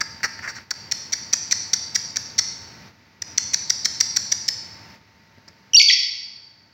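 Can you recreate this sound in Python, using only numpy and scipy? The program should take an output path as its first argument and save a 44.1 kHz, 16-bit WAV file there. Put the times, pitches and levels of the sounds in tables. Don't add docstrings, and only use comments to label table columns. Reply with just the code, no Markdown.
import sys
import numpy as np
from scipy import signal
from scipy.fft import rfft, irfft, next_fast_len
from scipy.io import wavfile
from scipy.ndimage import uniform_filter1d, minimum_filter1d

SR = 44100
rng = np.random.default_rng(int(sys.argv[2]) if len(sys.argv) > 2 else 0)


def wrap_up_sound(samples):
    columns = np.atleast_2d(samples).T
    tamed = np.clip(columns, -1, 1)
    steps = np.round(tamed * 32767).astype(np.int16)
    wavfile.write(sys.argv[1], SR, steps)


N = 296793
TIME = np.arange(N) / SR


def amp(db):
    return 10 ** (np.asarray(db) / 20)


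def evened(x):
    return x / np.sqrt(np.mean(x ** 2) + 1e-20)


def look_up(points, hz):
    f, value = np.transpose(points)
    return np.interp(np.log(hz + 1), np.log(f + 1), value)


def add(mix, s, sound):
    part = mix[max(round(s * SR), 0):][:len(sound)]
    part += sound[:len(part)]


def coloured(x, points):
    size = next_fast_len(len(x) + 2048)
    return irfft(rfft(x, size) * amp(look_up(points, np.fft.rfftfreq(size, 1 / SR))), size)[:len(x)]


def resonate(x, hz, width_hz):
    turn = np.exp(2j * np.pi * np.cumsum(hz * np.ones(len(x))) / SR)
    r = np.exp(-np.pi * width_hz / SR)
    return 2 * (turn * signal.lfilter([(1 - r) ** 2], [1, -2 * r, r * r], x / turn)).real


def drift(size, rate_hz):
    knots = rng.standard_normal(4096)
    return np.interp(np.arange(size) * rate_hz / SR, np.arange(len(knots)), knots)


def level_db(x, seconds):
    return 10 * np.log10(abs(uniform_filter1d(x ** 2, max(int(seconds * SR), 1))) + 1e-12)


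# (frequency [Hz], relative level [dB])
RUMBLE_COLOUR = [(20, -58.5), (40, -31), (60, -10.5), (100, 2), (140, -5), (190, -3), (400, -13.5),
                 (1200, -15), (2100, -12), (3300, -23), (4700, -17), (6000, -22.5), (8700, -49),
                 (15500, -35.5)]


def rumble():
    gain = amp(-46 + 0.6 * drift(N, rate_hz=2))
    return gain * evened(coloured(rng.standard_normal(N), RUMBLE_COLOUR))


# (pitch [Hz], level [dB])
WHINE_TONES = [(904.4, -57.5), (1941, -63.5)]


def whine():
    out = np.zeros(N)
    for hz, db in WHINE_TONES:
        gain = amp(db + 1.7 * drift(N, rate_hz=2.7)) * np.sqrt(2)
        pitch = hz + 1.3 * drift(N, rate_hz=12)
        out += gain * np.sin(2 * np.pi * np.cumsum(pitch) / SR)
    return out


# (frequency [Hz], relative level [dB])
RASP_COLOUR = [(40, -67), (300, -43), (900, -22), (2700, -4.5), (3700, 5), (5500, 5), (7300, 4),
               (8500, -11.5), (10000, -27.5), (11500, -33), (12700, -18), (15700, -14.5)]


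def snap(s, lead_ms, half_width_ms, low_hz, high_hz, low_db, middle_db, high_db):
    size = 4096
    age_ms = np.arange(size) * 1000 / SR
    from_peak_ms = age_ms - lead_ms
    burst = np.exp(-.5 * (from_peak_ms / half_width_ms) ** 2)
    onset = np.clip(age_ms / 0.37, 0, 1) * (1 + 0.93 * np.exp(-age_ms / 1.1))
    lead = amp(-12) * onset / (1 + np.exp(np.minimum(from_peak_ms, 20)))
    pulses = np.cumsum(450 * np.exp(.3 * drift(size, rate_hz=500))) / SR
    puffs = (0.24 + np.exp(-(pulses % 1) / 0.27)) * rng.standard_normal(size)
    breath = puffs * (burst + lead)
    late_ms = from_peak_ms - 1.5
    late_breath = puffs * (np.exp(-.5 * (late_ms / half_width_ms) ** 2) + 0.92 * lead)
    sinking_hz = low_hz * (1 - 0.16 * np.tanh(late_ms / (2 * half_width_ms)))
    low = resonate(late_breath, sinking_hz, width_hz=733)
    middle = resonate(breath, 4740 * (1 + .03 * rng.standard_normal()), width_hz=660)
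    high = resonate(breath, high_hz, width_hz=836)
    rings = amp(low_db) * evened(low) + amp(middle_db) * evened(middle) + amp(high_db) * evened(high)
    rasp = amp(-5) * np.hypot(amp(middle_db), amp(high_db)) * evened(coloured(breath, RASP_COLOUR))
    return s - lead_ms / 1000, (rings + rasp) * np.sqrt(.01 * SR / size)


# (peak time [s], lead-in [ms], half the snap's width [ms],
# low ring level [dB], high ring compared with the low one [dB])
MUTTER_SNAPS = [(0.014, 7.7, 4.4, -21, -2), (0.206, 1.7, 1.6, -44.5, -12.5), (0.245, 13.4, 10.3, -17, -5.5),
                (0.392, 2, 2.8, -35, -16.5), (0.453, 30, 19, -26.5, -13.5), (0.48, 4.4, 3.5, -26.5, -16.5),
                (0.496, 14, 12, -30, -3), (0.568, 17.4, 10, -35.5, -3), (0.585, 3.5, 1.8, -37.5, -16),
                (0.712, 5, 3.5, -28.5, 5)]


def mutter(s, lead_ms, half_width_ms, low_db, bright_db):
    high_db = low_db + bright_db
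    return snap(s, lead_ms, half_width_ms, low_hz=1740, high_hz=5610,
                low_db=low_db, middle_db=high_db - 2, high_db=high_db)


def near_echoes(x):
    out = x.copy()
    for delay_s, db in [(.0021, -30), (.0047, -18.5), (.0083, -22)]:
        add(out, delay_s, amp(db) * x)
    return out


# (frequency [Hz], gain [dB])
ROOM_TONE = [(500, -1), (1900, -3.5), (3000, -1.5), (4100, -1.5), (4550, 2), (5100, 3.5), (5800, -2),
             (7500, -4), (11500, 5), (15000, -8)]
# (frequency [Hz], time to fade by 60 dB [s])
ROOM_FADE = [(500, 0.19), (2000, 0.9), (3500, 0.81), (4550, 1.067), (5600, 0.8), (8000, 0.83),
             (15000, 0.29)]


def room(x):
    size = 2 * SR
    echoes = rng.choice([-1., 1.], size) * (rng.random(size) < 5000 / SR)
    hz, t, bands = signal.stft(echoes, SR, nperseg=256)
    fade = amp(-60 * t / look_up(ROOM_FADE, hz)[:, None])
    tail = signal.istft(bands * fade, SR, nperseg=256)[1]
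    tail *= np.clip((np.arange(len(tail)) / SR - .004) / 0.011, 0, 1)
    return signal.fftconvolve(x, coloured(tail / np.linalg.norm(tail), ROOM_TONE))[:N]


# (peak time [s], lead-in [ms],
# half the snap's width [ms], high ring pitch [Hz], high ring level [dB])
CHIRP_SNAPS = [(0.9222, 9, 1.3, 5670, -18.5), (1.1348, 12.6, 3.7, 5680, -18.5),
               (1.337, 9, 2.9, 5840, -13.5), (1.525, 14.2, 2, 5780, -12.5), (1.737, 4.3, 3.8, 5740, -14),
               (1.9601, 14, 4.4, 5680, -15.5), (2.1698, 11, 1.6, 5700, -19.5),
               (2.3921, 11.5, 3.8, 5690, -13), (3.223, 4, 2, 5880, -26), (3.382, 5.3, 1.56, 5720, -13.5),
               (3.544, 9.4, 1.4, 5760, -15), (3.704, 6.8, 2.1, 5560, -14.5),
               (3.858, 11.2, 2.8, 5700, -14.5), (4.011, 8.2, 2.3, 5670, -12), (4.17, 7.25, 2, 5590, -14.5),
               (4.3241, 7.05, 2.3, 5640, -15.5), (4.488, 7.3, 1.7, 5400, -16.5),
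               (5.486, 8.7, 6.2, 5160, -43)]


def chirp(s, lead_ms, half_width_ms, high_hz, high_db):
    low_db = -24 + 0.63 * high_db + .5 * lead_ms
    return snap(s, lead_ms, half_width_ms, low_hz=1923, high_hz=high_hz,
                low_db=low_db, middle_db=-11 + 0.89 * high_db, high_db=high_db)


# (frequency [Hz], relative gain [dB])
THROAT_COLOUR = [(1500, -14), (1900, -8), (2800, -11.5), (3300, 1), (4000, 1), (4600, -1), (5700, 4),
                 (6300, -8.5), (7000, -11.5), (8300, -29.5), (10500, -38), (12200, -20), (13800, -26),
                 (16000, -24.5)]
# (start [s], length [s], middle pitch [Hz], slide [Hz], middle above the ends [Hz], middle level [dB])
SQUAWK_PARTS = [
    [(5.7335, .007, 3040, 0.0043, 590, -13.5)],
    [(5.744, .021, 2830, 200, 56, 0), (5.769, 0.023, 4580, -220, 43, 6),
     (5.797, 0.02, 2206, -300, -750, 1.5), (5.822, 0.0071, 6100, 600.5, 150, -5)],
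    [(5.886, .011, 3363, -400, 1, 1.5), (5.898, .0145, 1952, 351, -1100, -2),
     (5.922, 0.025, 5565, -800, 700.5, -3)],
]


def squawk_part(notes):
    start, length, pitch, slide, arch, middle_db = np.transpose(notes)[:, :, None]
    along = np.linspace(-1, 1, 21)
    bow = abs(along) ** 2.775
    times = np.sort((start + length * (along + 1) / 2).ravel())
    t = np.arange(times[0], times[-1], 1 / SR)
    glide = int(0.0025 * SR)
    db = np.interp(t, times, (middle_db - (4 + 0.0076 * arch) * bow).ravel())
    leaping = 1. - ((t >= start) & (t <= start + length)).any(0)
    db -= 4 * uniform_filter1d(leaping, glide)
    hz = np.interp(t, times, (pitch + slide * along / 2 - arch * bow).ravel())
    hz = uniform_filter1d(hz, glide)
    harshness = .006 + .035 * np.clip((hz - 4650) / 600, 0, 1)
    hz = hz * (1 + harshness * drift(len(t), rate_hz=890))
    k = np.arange(1, 7)[:, None]
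    squawk_age = t - SQUAWK_PARTS[0][0][0]
    overtone_step_db = -4.5 - 40.5 * squawk_age
    strengths = amp(look_up(THROAT_COLOUR, k * hz) + overtone_step_db * (k - 1)) * (k * hz < SR / 2)
    strengths /= np.sqrt((strengths ** 2).sum(0) / 2)
    tone = (strengths * np.sin(2 * np.pi * k * np.cumsum(hz) / SR)).sum(0)
    rasp = amp(-32) * evened(coloured(rng.standard_normal(len(t)), RASP_COLOUR))
    from_edge_s = np.minimum(t - times[0], times[-1] - t)
    fade = np.sin(np.pi / 2 * np.clip(from_edge_s / 0.0023, 0, 1)) ** 2
    return times[0], (tone + rasp) * amp(db) * fade


def noise_gate(x):
    hold_s, delay_s, closed_db = .3, .055, -9
    treble = signal.sosfilt(signal.butter(4, 3500, "high", fs=SR, output="sos"), x)
    loud = level_db(treble, seconds=.05) > -36
    last_loud = np.maximum.accumulate(np.where(loud, TIME, -1))
    is_open = TIME - last_loud < hold_s
    opening = np.interp(TIME - delay_s, TIME, uniform_filter1d(is_open * 1., size=2000))
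    passing = np.clip((level_db(x, seconds=0.0016) + 42.5) / 6, 0, 1)
    return x * amp(closed_db * (1 - np.maximum(opening, passing)))


def limiter(x):
    limit_db, recovery_db_per_s = -7.5, 0.69
    over_db = np.maximum(level_db(x, seconds=0.02) - limit_db, 0)
    recovery_db = recovery_db_per_s * TIME
    duck_db = np.maximum.accumulate(over_db + recovery_db) - recovery_db
    x = x * amp(-uniform_filter1d(duck_db, size=200))
    peak_gain = .95 / np.maximum(abs(x), .95)
    return x * uniform_filter1d(minimum_filter1d(peak_gain, size=81), size=81)


def scene():
    mutters = [mutter(*row) for row in MUTTER_SNAPS]
    chirps = [chirp(*row) for row in CHIRP_SNAPS]
    squawk = [squawk_part(notes) for notes in SQUAWK_PARTS]
    bird, into_room = np.zeros(N), np.zeros(N)
    for calls, room_db in [(mutters, -12), (chirps, -9), (squawk, -4.5)]:
        for s, sound in calls:
            add(bird, s, sound)
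            add(into_room, s, amp(room_db) * sound)
    return (near_echoes(bird) + room(into_room) + rumble() + whine())[None]


def record(dry):
    out = limiter(noise_gate(dry[0]))
    treble_cut = signal.firwin(255, 16000, window=("kaiser", 8), fs=SR)
    return signal.oaconvolve(out, treble_cut, "same")[None]


dry = scene()
out = record(dry)
wrap_up_sound(out)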